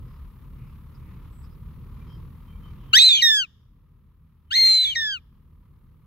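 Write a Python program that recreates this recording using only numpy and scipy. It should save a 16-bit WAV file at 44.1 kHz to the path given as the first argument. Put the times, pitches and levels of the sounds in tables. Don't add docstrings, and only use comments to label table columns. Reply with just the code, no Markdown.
import sys
import numpy as np
from scipy import signal
from scipy.fft import rfft, irfft, next_fast_len
from scipy.io import wavfile
from scipy.ndimage import uniform_filter1d, map_coordinates

SR = 44100
rng = np.random.default_rng(int(sys.argv[2]) if len(sys.argv) > 2 else 0)


def dump_mix(stems):
    frames = np.atleast_2d(stems).T
    limited = np.clip(frames, -1, 1)
    pcm = np.round(limited * 32767).astype(np.int16)
    wavfile.write(sys.argv[1], SR, pcm)


N = 267246


def amp(db):
    return 10 ** (np.asarray(db) / 20)


def unit(x):
    return x / np.sqrt(np.mean(x ** 2) + 1e-20)


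def along(points, hz):
    f, v = np.transpose(points)
    return np.interp(np.log(hz + 1), np.log(f + 1), v)


def curves(rows, t):
    times, *columns = np.transpose(rows)
    return [np.interp(t, times, column) for column in columns]


def wobble(rate_hz, t):
    knots = (t - t[0]) * rate_hz
    coarse = knots[::8]
    return np.interp(knots, coarse, map_coordinates(rng.standard_normal(int(knots[-1]) + 4), [coarse]))


def angle(hz):
    return 2 * np.pi * np.cumsum(hz) / SR


def filtered(x, response):
    n = x.shape[-1]
    m = next_fast_len(n + SR // 10, True)
    return irfft(rfft(x, m) * response(np.fft.rfftfreq(m, 1 / SR)), m)[..., :n]


def stereo_noise(spectrum):
    # frequency_hz, correlation
    coherence = [(40, .88), (150, .9), (300, 0.93), (600, .45), (1200, 0.83), (4000, 0.2), (12000, .3)]
    def response(hz):
        turn = np.arccos(np.clip(along(coherence, hz), -1, 1)) / 2
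        return amp(along(spectrum, hz)) * [np.cos(turn), np.sin(turn)]
    mid, side = filtered(rng.standard_normal((2, N)), response)
    return unit(np.array([mid + side, mid - side]))


def microphone_hiss(level_db=-69.5):
    # frequency_hz, relative_db
    spectrum = [(3000, -31.5), (7000, -17), (9000, -11), (11000, -2), (13000, -0.5), (16000, -3.5)]
    return amp(level_db) * stereo_noise(spectrum)


def traffic(throb_depth=.3, left_db=0.43):
    # time_s, rumble_db, road_db
    levels = [(0, -41, -63), (.25, -41.5, -63), (.35, -47, -65), (.62, -41, -64), (.95, -42.5, -63.5),
              (1.2, -40, -61), (1.6, -41.5, -65), (2, -40, -59.5), (2.4, -41.5, -63.5),
              (2.85, -40.5, -59.5), (3.4, -41, -63.5), (6.06, -42.5, -65)]
    # frequency_hz, relative_db
    rumble_spectrum = [(20, -27), (30, -15), (42, 3.5), (65, -0.5), (85, -3), (117, -1), (155, -6),
                       (250, -17.5), (370, -25), (490, -27.5), (700, -47.5), (1500, -100)]
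    road_spectrum = [(300, -28.5), (550, -7), (720, -11.5), (950, 2), (1250, 2.5), (1500, -8.5), (2000, -9),
                     (3000, -12.5), (4000, -15.5), (5000, -21.5), (7000, -27.5), (10000, -44.5)]
    # time_s, firing_hz
    engine_speed = [(0, 35.39), (1.6, 36.99), (2, 39.51), (6.06, 38.49)]
    # order, relative_db
    orders = [(1, -11), (2, -7), (4, -13), (5, -22), (6, -23.5)]
    t = np.arange(N) / SR
    rumble_db, road_db = curves(levels, t)
    firing_hz, = curves(engine_speed, t)
    firing = angle(firing_hz * (1 + 0.016 * wobble(16, t)))
    drone = np.zeros(N)
    for order, db in orders:
        size = np.sqrt(2) * amp(db + 2.5 * wobble(11, t))
        drone += size * np.sin(round(order) * firing + rng.uniform(0, 2 * np.pi))
    rumble = amp(-2 + 1.4 * wobble(5.8, t)) * stereo_noise(rumble_spectrum)
    road = amp(.9 * wobble(20, t)) * (1 + throb_depth * np.cos(firing)) * stereo_noise(road_spectrum)
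    balance = amp([[left_db / 2], [-left_db / 2]])
    return (amp(rumble_db) * (rumble + drone) + amp(road_db) * road) * balance


def far_sounds(chip_hz=5050, chip_width_hz=580, toot_s=.12, toot_width_hz=90,
               rustle_s=.26, rustle_width_hz=850):
    # start_s, length_s, level_db
    chips = [(.03, .18, -79), (.65, .08, -81), (0.941, 0.032, -68.5), (1.427, 0.046, -68.5),
             (1.49, .07, -75), (2.053, .16, -72.5)]
    # start_s, length_s, centre_hz, width_hz, level_db
    buzzes = [(1.296, .18, 8000, 750, -71.5)]
    # start_s, centre_hz, level_db
    toots = [(1.95, 2382, -70), (2.06, 3166, -63), (2.46, 3122, -67.5), (2.48, 2330, -70),
             (2.607, 3091, -63.5), (2.62, 2330, -73)]
    # start_s, centre_hz, level_db
    rustles = [(.52, 2390, -70), (.97, 2180, -68.5), (2.72, 3000, -69)]
    notes = [(s, length, chip_hz, chip_width_hz, db) for s, length, db in chips] + buzzes
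    notes += [(s, toot_s, hz, toot_width_hz, db) for s, hz, db in toots]
    notes += [(s, rustle_s, hz, rustle_width_hz, db) for s, hz, db in rustles]
    out = np.zeros((2, N))
    for start_s, length_s, centre_hz, width_hz, db in notes:
        first, n = int(start_s * SR), int(length_s * SR)
        band = lambda hz: np.exp(-2 * ((hz - centre_hz) / width_hz) ** 2)
        note = filtered(rng.standard_normal((2, n)), band)
        out[:, first:first + n] += amp(db) * unit(note + note.mean(0)) * np.sin(np.pi * np.arange(n) / n)
    return out


def field_echo(x):
    # frequency_hz, t60_s
    decay = [(1000, .7), (3500, 0.67), (6000, 0.87), (14000, .2)]
    hz, t, spectra = signal.stft(rng.standard_normal((2, SR)), SR, nperseg=256)
    tail = signal.istft(spectra * amp(-60 * t / along(decay, hz)[:, None]), SR, nperseg=256)[1]
    return signal.fftconvolve(x, tail / np.linalg.norm(tail[0]), axes=1)[:, :N]


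def rasp(free, high_hz, air_db, ring_db, ring_hz=4050, width_hz=130, capture_hz=220):
    # frequency_hz, relative_db
    spectrum = [(500, -32), (950, -30.5), (1600, -22), (2300, -13), (2900, -15), (3450, -3), (3850, -3),
                (4400, -13), (5000, -17.5), (6000, -18.5), (7600, -16), (9500, -31.5), (11500, -26.5),
                (13200, -28), (14500, -34), (16000, -35.5)]
    t = np.arange(len(free)) / SR
    sputter = amp(wobble(250, t))
    air = unit(sputter * filtered(rng.standard_normal(len(t)), lambda hz: amp(along(spectrum, hz))))
    resonance = lambda hz: 1 / (1 + ((hz - ring_hz) / width_hz) ** 2)
    ring = unit(filtered(rng.standard_normal(len(t)), resonance))
    apart = np.clip(np.abs(high_hz - ring_hz) / capture_hz, .3, 1)
    return amp(air_db) * air + amp(ring_db) * free * apart * ring


def subharmonics(t, high_phase, shimmer_db=3.5):
    # start_s, end_s, high_voice_cycles, level_db
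    spans = [(3.22, 3.413, 4, -41.5), (4.63, 4.806, 3, -30.5), (4.926, 5.105, 4, -46.5)]
    out = np.zeros(len(t))
    for start_s, end_s, cycles, db in spans:
        now, n = (t > start_s) & (t < end_s), round(cycles)
        lines = sum(k / n * np.sin(k * high_phase[now] / n) for k in range(1, 2 * n) if 2 * k % n)
        out[now] += amp(db) * signal.windows.tukey(now.sum()) * lines
    return out * amp(shimmer_db * wobble(90, t))


def membrane(t, hz, db, rasp_db, flutter, flutter_hz, tremor_db=0.35):
    depth = flutter * np.minimum(amp(rasp_db - db), 1)
    size = np.sqrt(2) * amp(db + tremor_db * wobble(70, t)) * (1 + .5 * depth * wobble(flutter_hz, t))
    return angle(hz) + depth * wobble(flutter_hz, t), size


def syrinx(t, controls, overtones, low_flutter, high_flutter, sideband_db, air_db, ring_db,
           jitter=0.0015, waver_db=2.5, unlocked_db=-6):
    low_hz, low_db, high_hz, high_db, rasp_db, bright_db = controls
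    mistuning = np.abs(high_hz / (2 * low_hz) - 1)
    free = np.clip((mistuning - .015) / .03, 0, 1)
    low_hz = high_hz / 2 + free * (low_hz - high_hz / 2)
    tension = 1 + jitter * wobble(120, t)
    low, low_size = membrane(t, low_hz * tension, low_db, rasp_db, low_flutter, flutter_hz=330)
    high, high_size = membrane(t, high_hz * tension, high_db, rasp_db, high_flutter, flutter_hz=700)
    voice = low_size * np.sin(low) + high_size * np.sin(high) + subharmonics(t, high)
    for of_low, of_high, db in overtones:
        parent_size = low_size * amp(free * unlocked_db) if round(of_low) else high_size
        size = amp(db + bright_db + waver_db * wobble(30, t)) * parent_size
        voice += size * np.sin(round(of_low) * low + round(of_high) * high)
    voice += amp(sideband_db) * free * low_size * np.sin(2 * high - low)
    return voice + amp(rasp_db) * rasp(free, high_hz, air_db, ring_db)


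def yelp(t, level_db, swell_db_per_s, rasp_db, from_hz=1310, to_hz=2046, attack_s=0.0092,
         low_db=-6, bright_db=1.5):
    age = t - t[0]
    hz = np.linspace(from_hz, to_hz, len(t))
    db = level_db + swell_db_per_s * age + 20 * np.log10(np.clip(age / attack_s, .01, 1))
    return np.array([hz, db + low_db, 2 * hz, db, db + rasp_db, np.full(len(t), bright_db)])


def scream(t, contour, from_hz, to_hz):
    high_hz, high_db, low_db, rasp_db = curves(contour, t)
    low_hz = np.linspace(from_hz, to_hz, len(t))
    return np.array([low_hz, low_db, high_hz, high_db, rasp_db, np.zeros(len(t))])


def whine(t, end_s, pitch_hz, low_db, high_db, high_fade_db_per_s, trail_s):
    crack_hz, crack_s, crack_db = 520, .011, -16.5
    sag_hz_per_s, low_fade_db_per_s, brighten_db_per_s = 1470, 47.5, 11
    collapse_hz, collapse_s, release_db, release_s = 340.6, .029, 24, .019
    age = t - t[0]
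    before_end, after_end = np.minimum(t - end_s, 0), np.maximum(t - end_s, 0)
    crack = np.maximum(1 - age / crack_s, 0)
    release = np.exp(before_end / release_s) + after_end / trail_s
    hz = pitch_hz + crack_hz * crack - sag_hz_per_s * age - collapse_hz * np.exp(before_end / collapse_s)
    shape_db = crack_db * crack - release_db * release + .5 * wobble(25, t)
    rasp_db = low_db - 28.5 + 14 * np.exp(-age / crack_s) - release_db * release / 2
    bright_db = -1.5 + brighten_db_per_s * age - 10.5 * (crack + release)
    low_db = low_db - low_fade_db_per_s * age + shape_db
    high_db = high_db - high_fade_db_per_s * age + shape_db
    return np.array([hz, low_db, 2 * hz, high_db, rasp_db, bright_db])


def call(index, trail_s=.014):
    # start_s, level_db, swell_db_per_s, rasp_relative_db
    yelps = [(2.93, -10, 75, -10.5), (4.505, -18.5, 223, -10.5)]
    # time_s, high_hz, high_db, low_db, rasp_db
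    contours = [
        [(2.986, 3501, -2.5, -15.5, -10.5), (3.037, 3970, 0.5, -21.5, -9.5), (3.044, 4074, 2, -20.5, -10),
         (3.086, 4045, 5, -23.5, -9.5), (3.09, 3750, .5, -20, -9.5), (3.135, 3508, 1, -18, -16.5),
         (3.17, 3330, -4.5, -16, -15.5), (3.205, 2926, -8, -25, -18.5), (3.215, 2720, -20.5, -17.5, -20.5)],
        [(4.554, 4168, -5, -18.5, -16.5), (4.6, 4225, -2, -17, -20), (4.68, 4163, -2, -25, -21.5),
         (4.8, 4037, -5, -31, -21), (4.843, 4002, -7.5, -31.5, -20), (4.85, 3580, -9.5, -32.5, -23.5),
         (4.9, 3281, -14, -28.5, -26.5), (4.935, 2960, -18.5, -43, -32), (4.95, 2711, -40.5, -34, -38.5)],
    ]
    # low_from_hz, low_to_hz, low_flutter, high_flutter, sideband_db, air_db, ring_db
    voicings = [(2540, 2390, 0.7, 1.0, -1, -6, -2.5), (2063, 2370, .83, .33, -12, -2, -2)]
    # end_s, pitch_hz, low_db, high_db, high_fade_db_per_s
    whines = [(3.454, 1914, -4.5, 1.5, 40), (5.185, 1891, -11.5, -15, 7)]
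    # low_multiple, high_multiple, first_call_db, second_call_db
    partials = [(1, 1, -2.5, -7.5), (0, 2, -19.5, -26), (1, 2, -17.5, -34.5), (0, 3, -31, -29),
                (1, 3, -21, -35), (0, 4, -48.5, -44.5)]
    start_s, *opening = yelps[index]
    contour, ending = contours[index], whines[index]
    from_hz, to_hz, *texture = voicings[index]
    first, last = int(start_s * SR), int((ending[0] + trail_s) * SR)
    t = np.arange(first, last) / SR
    rising, screaming, falling = np.split(t, np.searchsorted(t, [contour[0][0], contour[-1][0]]))
    controls = np.hstack([yelp(rising, *opening), scream(screaming, contour, from_hz, to_hz),
                          whine(falling, *ending, trail_s)])
    overtones = [(of_low, of_high, dbs[index]) for of_low, of_high, *dbs in partials]
    cry = syrinx(t, uniform_filter1d(controls, size=90), overtones, *texture)
    return np.pad(cry, (first, N - last))


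def hawk(lead_s=0.4712e-3):
    # frequency_hz, gain_db
    throat = [(1000, -5.5), (1450, -4), (1900, -1), (4200, -0.5), (5700, -3.5), (6500, 0), (8200, -3),
              (9000, -14.5), (10400, -18), (11500, -4.5), (12700, 0.5), (14000, -5), (16000, -2)]
    # frequency_hz, left_minus_right_db, extra_left_lead_rad
    shadow = [(980, -1.5, -.2), (1400, -5, .3), (1850, 1.5, .5), (2200, 2.5, 0.48), (2580, 3.5, 0.71),
              (3045, 7, -0.8), (3100, -0.5, -1.57), (3350, -1.5, -.45), (3730, -4, 0), (4257, 1.5, .35),
              (5170, 5, -0.21), (6102, -2.5, -.2), (6740, 1.5, 1), (8000, 6.5, -0.012), (12500, 5, -1.6)]
    shadow = np.array(shadow)
    ports = np.array([[.5], [-.5]])
    def path(hz):
        gain_db = along(throat, hz) + ports * along(shadow[:, :2], hz)
        lead_rad = 2 * np.pi * hz * lead_s + along(shadow[:, ::2], hz)
        return amp(gain_db) * np.exp(1j * ports * lead_rad)
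    return filtered(call(index=0) + call(index=1), path)


def scene():
    bird = hawk()
    return bird + amp(-43.5) * field_echo(bird) + traffic() + far_sounds() + microphone_hiss()


def record(dry, ceiling_db=-9.5, release_db_per_s=1.84, top_hz=15780):
    power = np.abs(uniform_filter1d(np.mean(dry ** 2, axis=0), size=180))
    excess_db = np.maximum(10 * np.log10(power + 1e-12) - ceiling_db, 0)
    recovery_db = release_db_per_s * np.arange(N) / SR
    cut_db = uniform_filter1d(np.maximum.accumulate(excess_db + recovery_db) - recovery_db, size=90)
    return filtered(dry * amp(-cut_db), lambda hz: hz < top_hz)


dry = scene()
out = record(dry)
dump_mix(out)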